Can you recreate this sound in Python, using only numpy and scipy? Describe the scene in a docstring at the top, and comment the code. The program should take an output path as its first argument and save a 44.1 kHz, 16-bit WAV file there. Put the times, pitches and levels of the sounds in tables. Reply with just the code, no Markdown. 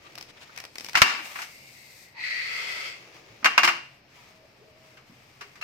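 """Hands rub a wet watermelon while fibres snap; a slice peels off and topples onto a steel tray.
A faint hiss near 2 kHz lingers, then the melon slides with a rasp and tips onto its edge; the tray clatters.
Rubs, squeaks and two swells of a faint hum follow, then a few light taps; a phone listens from close by.
Fibres, rubs and rasp are shaped noise; a knock is noise, damped modes and a thud, with a diffuse kitchen tail."""
import sys
import numpy as np
from scipy import signal
from scipy.fft import rfft, irfft, next_fast_len
from scipy.io import wavfile
from scipy.ndimage import uniform_filter1d, map_coordinates

SR = 44100
rng = np.random.default_rng(int(sys.argv[2]) if len(sys.argv) > 2 else 0)


def int16_out(signal):
    """Quantize to a 16-bit WAV file."""
    q = np.round(np.clip(np.atleast_2d(signal).T, -1, 1) * 32767)
    wavfile.write(sys.argv[1], SR, q.astype(np.int16))


N = 248283

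# Levels are relative unless stated.
# still air: f/Hz, level/dB
AIR_SPECTRUM = [(12, 3), (20, 15.5), (30, -16.5), (49, -10), (130, -7), (285, -12.5), (328, -13),
                (642, -12), (1260, -19), (2600, -16.5), (3440, -24.5), (5230, -21.5), (9950, -66),
                (13500, -35), (16000, -59)]
# faint wavering hum: start/s, end/s, f/Hz, level/dB (f and level are centres)
HUM_SWELLS = [(4.278, 4.417, 637, -62), (4.693, 4.857, 633, -59)]
# decay of the hard-walled kitchen: f/Hz, t60/s
KITCHEN_DECAY = [(100, 0.36), (400, 0.52), (1200, 0.37), (2500, 0.47), (5000, 0.41), (9000, 0.37),
                 (15000, 0.24)]
# likeness of left and right: f/Hz, correlation (1 = alike)
PORT_LIKENESS = [(60, 0.94), (250, 0.93), (600, 0.46), (1500, 0.057), (6000, 0.12)]
# level difference of the phone's ports: f/Hz, left minus right/dB
PORT_BALANCE = [(100, 1), (400, 1), (1250, 1), (2400, 3.5), (4400, 3.5), (8100, 8), (15000, 1)]
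# place of tray and drag sounds, interpolated: t/s, left delay/ms, left minus right/dB
PLACES = [(1.4, .3, 0), (3.4, 0.077, -0.5)]
LOW_CUT_HZ, TOP_HZ = 47, 15900

# hands rub the rind: start/s, end/s, level/dB, hiss against it/dB
HAND_RUBS = [(0.037, 0.233, -62.5, -13.5), (0.402, 0.615, -60, -17), (0.818, .95, -63, -16),
             (1.262, 1.422, -49.5, -3), (2.963, 3.176, -59, -42), (3.287, 3.443, -62.5, -25),
             (3.85, 3.957, -69.5, -5.5), (4.153, 4.285, -61.5, -10), (4.381, 4.722, -72.5, -5.5),
             (4.835, 4.945, -65.5, -7), (5.09, 5.62, -66.5, -5.5)]
# dry rustle, wet squish, treble hiss: f/Hz, level/dB
RUB_SPECTRUM = [(350, -29), (600, -3), (636, -21.5), (675, -3), (887, -3), (948, -3), (1040, -5.5),
                (1220, 0), (1430, -7), (2220, 2), (3500, -8), (4550, -45), (7700, -120)]
SQUISH_SPECTRUM = [(2500, -47.5), (3600, -2.5), (5000, -1.5), (6500, -5.5), (8500, -18)]
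HISS_SPECTRUM = [(6000, -6), (8200, 3), (10000, -6.5), (12000, -1), (14500, 0.5), (15600, -22)]
# the fruit's weight shifts on the tray: start/s, end/s, level/dB
WEIGHT_SHIFTS = [(0, 0.237, -61), (0.698, 1.617, -66), (2.966, 3.552, -60), (4.444, 4.9, -68.5)]
RUB_ATTACK_S, RUB_RELEASE_S = 0.15, 0.1566
RUB_DB, SQUISH_DB = 6, 0.5  # dry and wet part, against the press
# faint steady treble hiss while the slice lands and after
HISS_START_S, HISS_END_S, HISS_LOWER_DB, HISS_UPPER_DB = 0.81, 2.024, -57, -59

# soft bumps of the heavy fruit: t/s, level/dB, f/Hz, t60/s
FRUIT_BUMPS = [(1.186, -47, 313, 0.2), (3.3, -49, 115, 0.27), (3.426, -43, 227, 0.12),
               (3.635, -34, 349, 0.34), (5.095, -43.5, 229, 0.068), (5.41, -49, 408, 0.3)]
# slips of wet rind: t/s, length/s, f/Hz, width as a fraction of f, level/dB
RIND_SQUEAKS = [(0.033, 0.062, 1180, 0.017, -55.5), (0.034, 0.066, 2400, 0.7, -54.5),
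                (0.272, 0.051, 2670, 1, -52.5), (0.356, 0.041, 2460, 0.63, -55),
                (.395, 0.063, 2640, 1, -50), (0.485, 0.029, 1410, 0.19, -53.5),
                (0.558, 0.052, 2070, 0.45, -48), (2.134, 0.11, 920, 0.075, -52.5),
                (4.128, 0.12, 976, 0.013, -66), (4.404, .08, 574, .07, -64.5),
                (4.499, 0.26, 433, 0.066, -62.5)]

# faint hiss near 2 kHz, then the slide: start/s, end/s, level at start/dB, sag/(dB/s), first f/Hz, last f/Hz
DRAG_PUSHES = [(1.45, 2.06, -55.5, 5, 2220, 2060), (2.245, 2.87, -33, 12, 1953, 2123)]
# rasp resonances, lower and upper: multiple of the centre f, width/Hz, level/dB
RASP_LOWER = [(1, 274, 18), (1.22, 420, 11.5), (1.55, 240, -17)]
RASP_UPPER = [(2.09, 530, -9), (2.28, 516, -7), (3.15, 402, -22.5)]
# rind grit; scrape of the loaded sheet: f/Hz, level/dB
GRIT_SPECTRUM = [(3060, -16), (5200, 6.5), (5960, -2), (8480, -7.5), (9720, -15), (13700, -11),
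                 (15600, -22), (16000, -69.5)]
SCRAPE_SPECTRUM = [(250, -22), (420, -3.5), (620, -6.5), (850, -12.5), (1100, -6.5), (1320, -2),
                   (1480, -7.5), (1800, -9.5), (2300, -32)]
DRAG_ATTACK_S, DRAG_RELEASE_S = 0.13, 0.11
WAVER_HZ = 61  # wander of the resonances with the grip, before smoothing
UPPER_DB, GRIT_DB, SCRAPE_DB = -9, -20, -20.5  # against the lower rasp, melon flat
LOAD_WIDTH_HZ = 22  # widening of the sheet's resonances under the sliding fruit
TIP_S, TIPPING_S = 2.492, 0.12  # midpoint and time scale of tipping onto the edge
TIP_UPPER_DB, TIP_GRIT_DB, TIP_SCRAPE_DB = 1.5, 11.5, 13.5  # added by tipping

# thickest wet fibres snap: t/s, level/dB, body/dB
THICK_SNAPS = [(.154, -31, 0), (.178, -35, 11.5), (0.1835, -29.5, -8), (0.2103, -30.5, -4),
               (0.226, -31.5, -5), (.5622, -35, -1), (.586, -32.5, -12), (0.6019, -31.5, 5),
               (0.6395, -32.5, 5.5), (0.7558, -28.5, 4.5), (0.7831, -23, -28.5), (0.7985, -32, -8),
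               (0.8079, -27.5, -7), (0.8453, -25, -4.5), (0.8637, -30.5, -4), (0.8854, -30, -1),
               (.895, -28.5, -15.5)]
# thin fibres part at random: start/s, end/s, median level/dB
THIN_PULLS = [(0.111, .23, -48), (.57, .64, -33), (0.848, 0.938, -32.5)]
# bright tick and dull flesh pop of a fibre: f/Hz, level/dB
WET_SPECTRUM = [(1470, -16.5), (2500, -6), (2790, -12), (3860, -14.5), (5230, -5.5), (6500, -20),
                (10700, -27), (13800, -23.5), (16000, -30)]
FLESH_SPECTRUM = [(300, -25), (700, -4), (1100, -3.5), (2400, -2.5), (3500, -9), (5000, -31.5)]
FIBRES_PER_S, FIBRE_SCATTER_DB, FIBRE_BODY_DB = 46, 4.5, 2.5

# knocks on the tray: t/s, level/dB, treble/dB, rim ring/dB
TRAY_KNOCKS = [(0.9442, -31.5, -24, -18), (0.9527, -12, -3, -27), (0.9722, -15.5, 5, -26),
               (1.008, -33, 13, -5), (1.018, 3, 0.5, -17), (1.191, -37, -18, -35), (1.357, -34, -13, -17),
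               (1.388, -33.5, -9, -16), (1.418, -33.5, 10, -16), (3.428, -42, -27.5, -28),
               (3.4449, -14, -1.5, -32), (3.4569, -8.5, -8, -37), (3.578, -6, -7.5, -28.5),
               (3.633, -12, -1, -24), (3.6452, -12.5, 5.5, -32), (3.6748, -14, -2.5, -30),
               (3.687, -16.5, -10.5, -35), (3.71, -35, -13.5, -25), (4.9712, -50, -2, -24),
               (5.4093, -37.5, 1.5, -30), (5.555, -49, 3, -7), (5.6127, -41.5, 10, 15.5),
               (5.625, -37.5, -12, 14)]
# loaded sheet: f/Hz, width/Hz, level/dB
SHEET_MODES = [(728.4, 22, -9.5), (931, 17, -5), (1139, 16, 6), (1279, 7.4, -7.5), (1323, 14, -14),
               (1485, 40, 4.5), (1600, 80, 7.5), (1920, 77, -6), (1980, 55, -5), (2095, 32, 6),
               (2287, 77, 5), (2412, 48, 4), (2695, 17, -15.5), (2925, 17, -16.5), (2780, 12, 9.5),
               (3125, 23, -1), (4116, 190, -11.5), (4000, 93, -21.5), (4980, 39, -9.5), (5040, 40, -7.5),
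               (5800, 68, -8.5), (6100, 33, -9)]
# free rim: f/Hz, level/dB, t60/s before the fruit's damping
RIM_MODES = [(1015, -14.5, 0.54), (1198, -3, 0.13), (1260, -10.5, 0.39), (2010, -20.5, 0.46),
             (2090, -2, 0.24), (2288, -16, 0.42), (2820, -5, 0.33), (2657, 4, 0.6), (2695, -13.5, 0.26),
             (2675, 0.5, 0.24), (3100, -7.5, 0.43), (4170, -8.5, .26), (4490, -17.5, 0.61),
             (4550, -16, .42), (5150, -17.5, 0.44), (5185, -16.5, .4)]
# dense clatter: f/Hz, level/dB
CLANG_SPECTRUM = [(250, -49.5), (420, -32.5), (727, -7.5), (846, -9), (927, -6.5), (1220, -1.5),
                  (1760, -3.5), (2350, -2), (3140, -8), (3330, -14), (5030, -10), (9680, -31.5),
                  (14200, -29), (16000, -51)]
# counter: f/Hz, level/dB, t60/s before the flesh's damping
COUNTER_MODES = [(81.5, -6.5, 0.075), (120, -5, 0.062), (155, -7.5, 0.044)]
# the fruit's hollow body: f/Hz, level/dB
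HOLLOW_SPECTRUM = [(120, -26), (200, -1.5), (260, -3.5), (340, -1.5), (430, -4), (700, -29)]
REBOUND_S, REBOUND_DB, REBOUND_TREBLE_DB = .0044, -5.5, -1.5  # second contact, against the first
CLATTER_T60_S, CLATTER_DOUBLES_DB = 0.068, 38  # t60 at 0 dB; doubles for a knock this much softer
SLICE_DOWN_S = 1.25  # knocks before: slice landing; after: melon rocking the tray and light taps
SLICE_THUD_DB, LATER_THUD_DB = -10.5, -32  # for a 0 dB knock, before the port split
THUD_DB_PER_DB, THUD_DAMPING_T60_S = 1.6, 0.088  # growth with the knock; damping by soft flesh
RIM_DAMPING_T60_S = 1.5  # added by the wet fruit
HOLLOW_DB = -33.5


def amp(db):
    """Decibels to gain."""
    return 10 ** (np.asarray(db) / 20)


def unit(x):
    """Scale to rms 1."""
    return x / np.sqrt(np.mean(x ** 2) + 1e-20)


def along(points, hz):
    """Interpolate (f/Hz, value) points on a log frequency axis."""
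    f, v = np.transpose(points)
    return np.interp(np.log(hz + 1), np.log(f + 1), v)


def colour(points):
    """Gain response of a (f/Hz, level/dB) spectrum."""
    return lambda hz: amp(along(points, hz))


def wobble(knots_per_s):
    """Smooth random curve through normal knots."""
    return map_coordinates(rng.standard_normal(int(N * knots_per_s / SR) + 4),
                           [np.arange(N) * knots_per_s / SR])


def dying(t, t60):
    """Exponential decay, -60 dB after t60."""
    return np.exp(-np.log(1000) * t / t60)


def stroke(start_s, end_s, attack_s, release_s):
    """Squared ramp envelope: full from start to end, attack before, release after."""
    end_s = max(start_s, end_s)
    knots_s = [start_s - attack_s, start_s, end_s, end_s + release_s]
    return np.interp(np.arange(N) / SR, knots_s, [0, 1, 1, 0]) ** 2


def filtered(x, response):
    """Apply a response of frequency, zero-padded."""
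    size = x.shape[-1]
    m = next_fast_len(size + 8192)
    return irfft(rfft(x, m) * response(np.fft.rfftfreq(m, 1 / SR)), m)[..., :size]


def noise(response, size=N):
    """Shaped stereo noise of rms 1; mid and side shares set the left-right likeness."""
    def mid_side(hz):
        angle = np.arccos(np.clip(along(PORT_LIKENESS, hz), -1, 1)) / 2
        return response(hz) * np.array([np.cos(angle), np.sin(angle)])
    mid, side = filtered(rng.standard_normal((2, size)), mid_side)
    return unit(np.array([mid + side, mid - side]))


def gliding(resonances, centre_hz):
    """Noise of rms 1 in resonances that follow a smoothed moving centre."""
    hz, t, z = signal.stft(noise(np.ones_like), SR, nperseg=512)
    centre = np.interp(t, np.arange(N) / SR, uniform_filter1d(centre_hz, size=5000))
    power = sum(amp(db) ** 2 / (1 + (2 * (hz[:, None] - multiple * centre) / width_hz) ** 2) ** 2
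                for multiple, width_hz, db in resonances)
    return unit(signal.istft(z * np.sqrt(power), SR, nperseg=512)[1][:, :N])


def decaying(peaks, stretch):
    """(f, width, level) resonances as (f, level, t60) modes: narrow ones ring longer."""
    return [(hz, db + 10 * np.log10(width_hz), stretch * np.log(1000) / np.pi / width_hz)
            for hz, width_hz, db in peaks]


def ringing(modes, t, scatter_db, spread):
    """Damped modes, total power normalised, with random strengths and port phases (spread in rad)."""
    hz, db, t60 = np.transpose(modes)
    gain = amp(db + scatter_db * rng.standard_normal(len(hz)))
    common = 2 * np.pi * rng.random(len(hz))
    phases = np.exp(1j * (common + spread * rng.standard_normal((2, len(hz)))))
    waves = np.exp((2j * np.pi * hz - np.log(1000) / t60)[:, None] * t)
    return np.sqrt(2) * ((phases * gain / np.linalg.norm(gain)) @ waves).real


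def add(track, s, sound):
    """Mix a sound into a track at time s."""
    start = max(round(s * SR), 0)
    part = sound[:, :max(N - start, 0)]
    track[:, start:start + part.shape[1]] += part


def placed(x, s):
    """Offset the ports in time and level by the source's place at time s."""
    times_s, lags_ms, sides_db = np.transpose(PLACES)
    lag_s = np.interp(s, times_s, lags_ms) / 1000
    side_db = np.interp(s, times_s, sides_db)
    half = np.array([[.5], [-.5]])
    return filtered(x, lambda hz: amp(half * side_db) * np.exp(-2j * np.pi * hz * half * lag_s))


def kitchen(x, wet_db, delay_s=0.0042, build_s=0.0057):
    """Hard walls answer with a fresh diffuse tail, its decay set by frequency."""
    hz, t, z = signal.stft(noise(np.ones_like, size=int(SR * .7)), SR, nperseg=256)
    decay = dying(t, along(KITCHEN_DECAY, hz)[:, None])
    tail = signal.istft(z * decay, SR, nperseg=256)[1]
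    tail = tail * np.clip((np.arange(tail.shape[1]) / SR - delay_s) / build_s, 0, 1)
    answer = signal.fftconvolve(x, tail / np.linalg.norm(tail[0]), axes=1)
    return np.pad(x, ((0, 0), (0, tail.shape[1] - 1))) + amp(wet_db) * answer


def room_tone():
    """Still air as shaped noise, a low narrow-band drone and a wavering sine hum."""
    hum = 0
    for start_s, end_s, hum_hz, db in HUM_SWELLS:
        swell = amp(db + 1.5 * wobble(14)) * stroke(start_s, end_s, attack_s=0.076, release_s=0.3)
        hum = hum + swell * np.sin(2 * np.pi * np.cumsum(hum_hz + 6 * wobble(30)) / SR)
    drone = noise(lambda hz: 1 / (1 + ((hz - 132) / 7) ** 2))
    return amp(-54.5) * noise(colour(AIR_SPECTRUM)) + amp(-69) * drone + hum


def hands():
    """Fingers rustle in grains on wet rind, with a faint treble hiss; shifting weight rumbles softly."""
    pressure, rub_hiss = np.zeros(N), np.zeros(N)
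    for start_s, end_s, db, hiss_db in HAND_RUBS:
        press = amp(db) * stroke(start_s, end_s, RUB_ATTACK_S, RUB_RELEASE_S)
        pressure += press
        rub_hiss += amp(hiss_db) * press
    steady = stroke(HISS_START_S, HISS_END_S, attack_s=0.201, release_s=0.18)
    squish_level = np.hypot(amp(SQUISH_DB) * pressure, amp(HISS_LOWER_DB) * steady)
    hiss_level = np.hypot(rub_hiss, amp(HISS_UPPER_DB) * steady)
    rub = amp(RUB_DB) * pressure * noise(colour(RUB_SPECTRUM))
    squish = squish_level * noise(colour(SQUISH_SPECTRUM))
    hiss = hiss_level * noise(colour(HISS_SPECTRUM))
    grain = unit(amp(1.1 * wobble(590) + 1.0 * wobble(38)))
    weight = sum(amp(db) * stroke(start_s, end_s, attack_s=0.6, release_s=0.51)
                 for start_s, end_s, db in WEIGHT_SHIFTS)
    rumble = noise(colour([(150, -18), (330, 14.0), (470, 12.0), (650, 11), (1100, -48.5)]))
    return (rub + squish + hiss) * grain + weight * rumble


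def bumps():
    """Heavy fruit meets hand or tray softly: a low damped note over a dull puff."""
    out, t = np.zeros((2, N)), np.arange(SR) / SR
    for s, db, note_hz, t60 in FRUIT_BUMPS:
        note = np.sin(2 * np.pi * note_hz * t) * dying(t, t60)
        band = noise(lambda hz: 1 / (1 + ((hz - note_hz) / 70) ** 4), size=len(t))
        puff = amp(-2.5) * band * dying(t, 0.14)
        add(out, s, amp(db) * (note + puff) * (1 - np.exp(-t / 0.0042)))
    return out


def squeaks():
    """Wet rind slips briefly: narrow noise has a fuzzy pitch, broad noise is a squelch."""
    out = np.zeros((2, N))
    for s, length_s, pitch_hz, width, db in RIND_SQUEAKS:
        swell = np.hanning(int(length_s * SR))
        slip = noise(lambda hz: 1 / (1 + ((hz / pitch_hz - 1) / width) ** 2), size=len(swell))
        add(out, s, amp(db + 3.0) * swell * slip)
    return out * unit(amp(0.86 * wobble(430)))


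def drag():
    """After a faint hiss, rind slips over steel in tiny jerks; resonances glide, grit grows with tipping."""
    t = np.arange(N) / SR
    push = sum(amp(db - sag_db_per_s * (t - start_s))
               * stroke(start_s, end_s, DRAG_ATTACK_S, DRAG_RELEASE_S)
               for start_s, end_s, db, sag_db_per_s, *_ in DRAG_PUSHES)
    glide_s = np.ravel([row[:2] for row in DRAG_PUSHES])
    glide_hz = np.ravel([row[-2:] for row in DRAG_PUSHES])
    centre_hz = np.interp(t, glide_s, glide_hz)
    tipped = (1 + np.tanh((t - TIP_S) / TIPPING_S)) / 2

    lower = gliding(RASP_LOWER, centre_hz + WAVER_HZ * wobble(16))
    upper = gliding(RASP_UPPER, centre_hz + WAVER_HZ * wobble(16))
    rasp = lower + amp(UPPER_DB + TIP_UPPER_DB * tipped) * upper
    grit = noise(colour(GRIT_SPECTRUM)) + amp(1.5) * noise(lambda hz: 1 / (1 + ((hz - 3250) / 350) ** 2))

    def sheet(hz):
        """Equal-height sheet resonances over a floor, widened, so more damped, by the fruit's weight."""
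        return .5 + sum(1 / (1 + (2 * (hz - mode_hz) / (width_hz + LOAD_WIDTH_HZ)) ** 2)
                        for mode_hz, width_hz, _ in SHEET_MODES)
    scrape = noise(lambda hz: colour(SCRAPE_SPECTRUM)(hz) * sheet(hz))

    sound = rasp + amp(GRIT_DB + TIP_GRIT_DB * tipped) * grit
    sound = sound + amp(SCRAPE_DB + TIP_SCRAPE_DB * tipped) * scrape
    slips = unit(amp(1.17 * wobble(420) + 0.7 * wobble(90)))
    return kitchen(placed(sound * slips * push, DRAG_PUSHES[0][0]), wet_db=-2)[:, :N]


def peeling():
    """Juicy fibres part one by one: a bright tick and crack over a duller pop of flesh."""
    out, t = np.zeros((2, N)), np.arange(SR // 20) / SR
    thin = []
    for start_s, end_s, db in THIN_PULLS:
        for s in np.arange(start_s, end_s, 1 / FIBRES_PER_S):
            fibre_db = db + FIBRE_SCATTER_DB * rng.standard_normal()
            thin.append((s + rng.random() / FIBRES_PER_S, fibre_db, FIBRE_BODY_DB))
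    for s, db, body_db in THICK_SNAPS + thin:
        tick = noise(colour(WET_SPECTRUM), size=len(t)) * dying(t, 0.019)
        pop = amp(body_db - 12) * noise(colour(FLESH_SPECTRUM), size=len(t)) * dying(t, 0.041)
        crack = amp(-18) * noise(np.ones_like, size=len(t)) * dying(t, 0.0041)
        add(out, s, amp(db - 2.5) * (tick + pop + crack) * (1 - np.exp(-t / 0.00016)))
    return kitchen(out, wet_db=-10.0)[:, :N]


def contact(t, db, treble_db, rim_db):
    """One touch on the tray: dense clatter, damped sheet modes, rim ring, crack and hollow fruit note."""
    def hardness(hz):
        """A harder contact lifts the top of the spectrum."""
        return colour(CLANG_SPECTRUM)(hz) * amp(treble_db * hz ** 2 / (hz ** 2 + 3500 ** 2))
    clatter_t60_s = CLATTER_T60_S * 2 ** (-db / CLATTER_DOUBLES_DB)
    clatter = amp(0.5) * noise(hardness, size=len(t)) * dying(t, clatter_t60_s)
    sheet = amp(-4) * ringing(decaying(SHEET_MODES, stretch=1), t, scatter_db=2.5, spread=.7)
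    rim = amp(rim_db - 9) * ringing(RIM_MODES, t, scatter_db=2, spread=.9) * dying(t, RIM_DAMPING_T60_S)
    crack = amp(treble_db - 21) * noise(np.ones_like, size=len(t)) * dying(t, 0.011)
    hollow = amp(HOLLOW_DB) * noise(colour(HOLLOW_SPECTRUM), size=len(t)) * dying(t, 0.27)
    return amp(db) * (clatter + sheet + rim + crack + hollow) * (1 - np.exp(-t / 0.00031))


def tray():
    """Each knock is a contact, a quick softer rebound and a damped thud through the counter."""
    out, t = np.zeros((2, N)), np.arange(SR // 2) / SR
    thud = sum(amp(db) * np.sin(2 * np.pi * hz * t) * dying(t, t60) for hz, db, t60 in COUNTER_MODES)
    thud = thud * (1 - np.exp(-t / 0.0028)) * dying(t, THUD_DAMPING_T60_S)
    port_gain = amp([[6], [-12]])  # left, right
    for s, db, treble_db, rim_db in TRAY_KNOCKS:
        for k in range(2):
            blow = contact(t, db + k * REBOUND_DB, treble_db + k * REBOUND_TREBLE_DB, rim_db)
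            add(out, s + k * REBOUND_S, kitchen(placed(blow, s), wet_db=-12.5))
        thud_db = SLICE_THUD_DB if s < SLICE_DOWN_S else LATER_THUD_DB
        add(out, s, amp(THUD_DB_PER_DB * db + thud_db) * port_gain * thud)
    return out


def scene():
    """Sum of all sources, the left port louder, most of all in the treble."""
    sound = room_tone() + hands() + bumps() + squeaks() + drag() + peeling() + tray()
    half = np.array([[.5], [-.5]])
    return filtered(sound, lambda hz: amp(half * along(PORT_BALANCE, hz)))


def record(dry):
    """The phone ducks with the smoothed power, rounds off peaks and limits the band."""
    keep = np.exp(-1 / (0.023 * SR))  # 23 ms smoothing
    power = signal.lfilter([1 - keep], [1, -keep], np.mean(dry ** 2, axis=0))
    ducked = dry / np.sqrt(1 + power / amp(-12.5) ** 2)
    rounded = ducked / (1 + np.abs(ducked) ** 6) ** (1 / 6)
    return filtered(rounded, lambda hz: (hz < TOP_HZ) * hz ** 3 / (hz ** 3 + LOW_CUT_HZ ** 3))


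dry = scene()
out = record(dry)
int16_out(out)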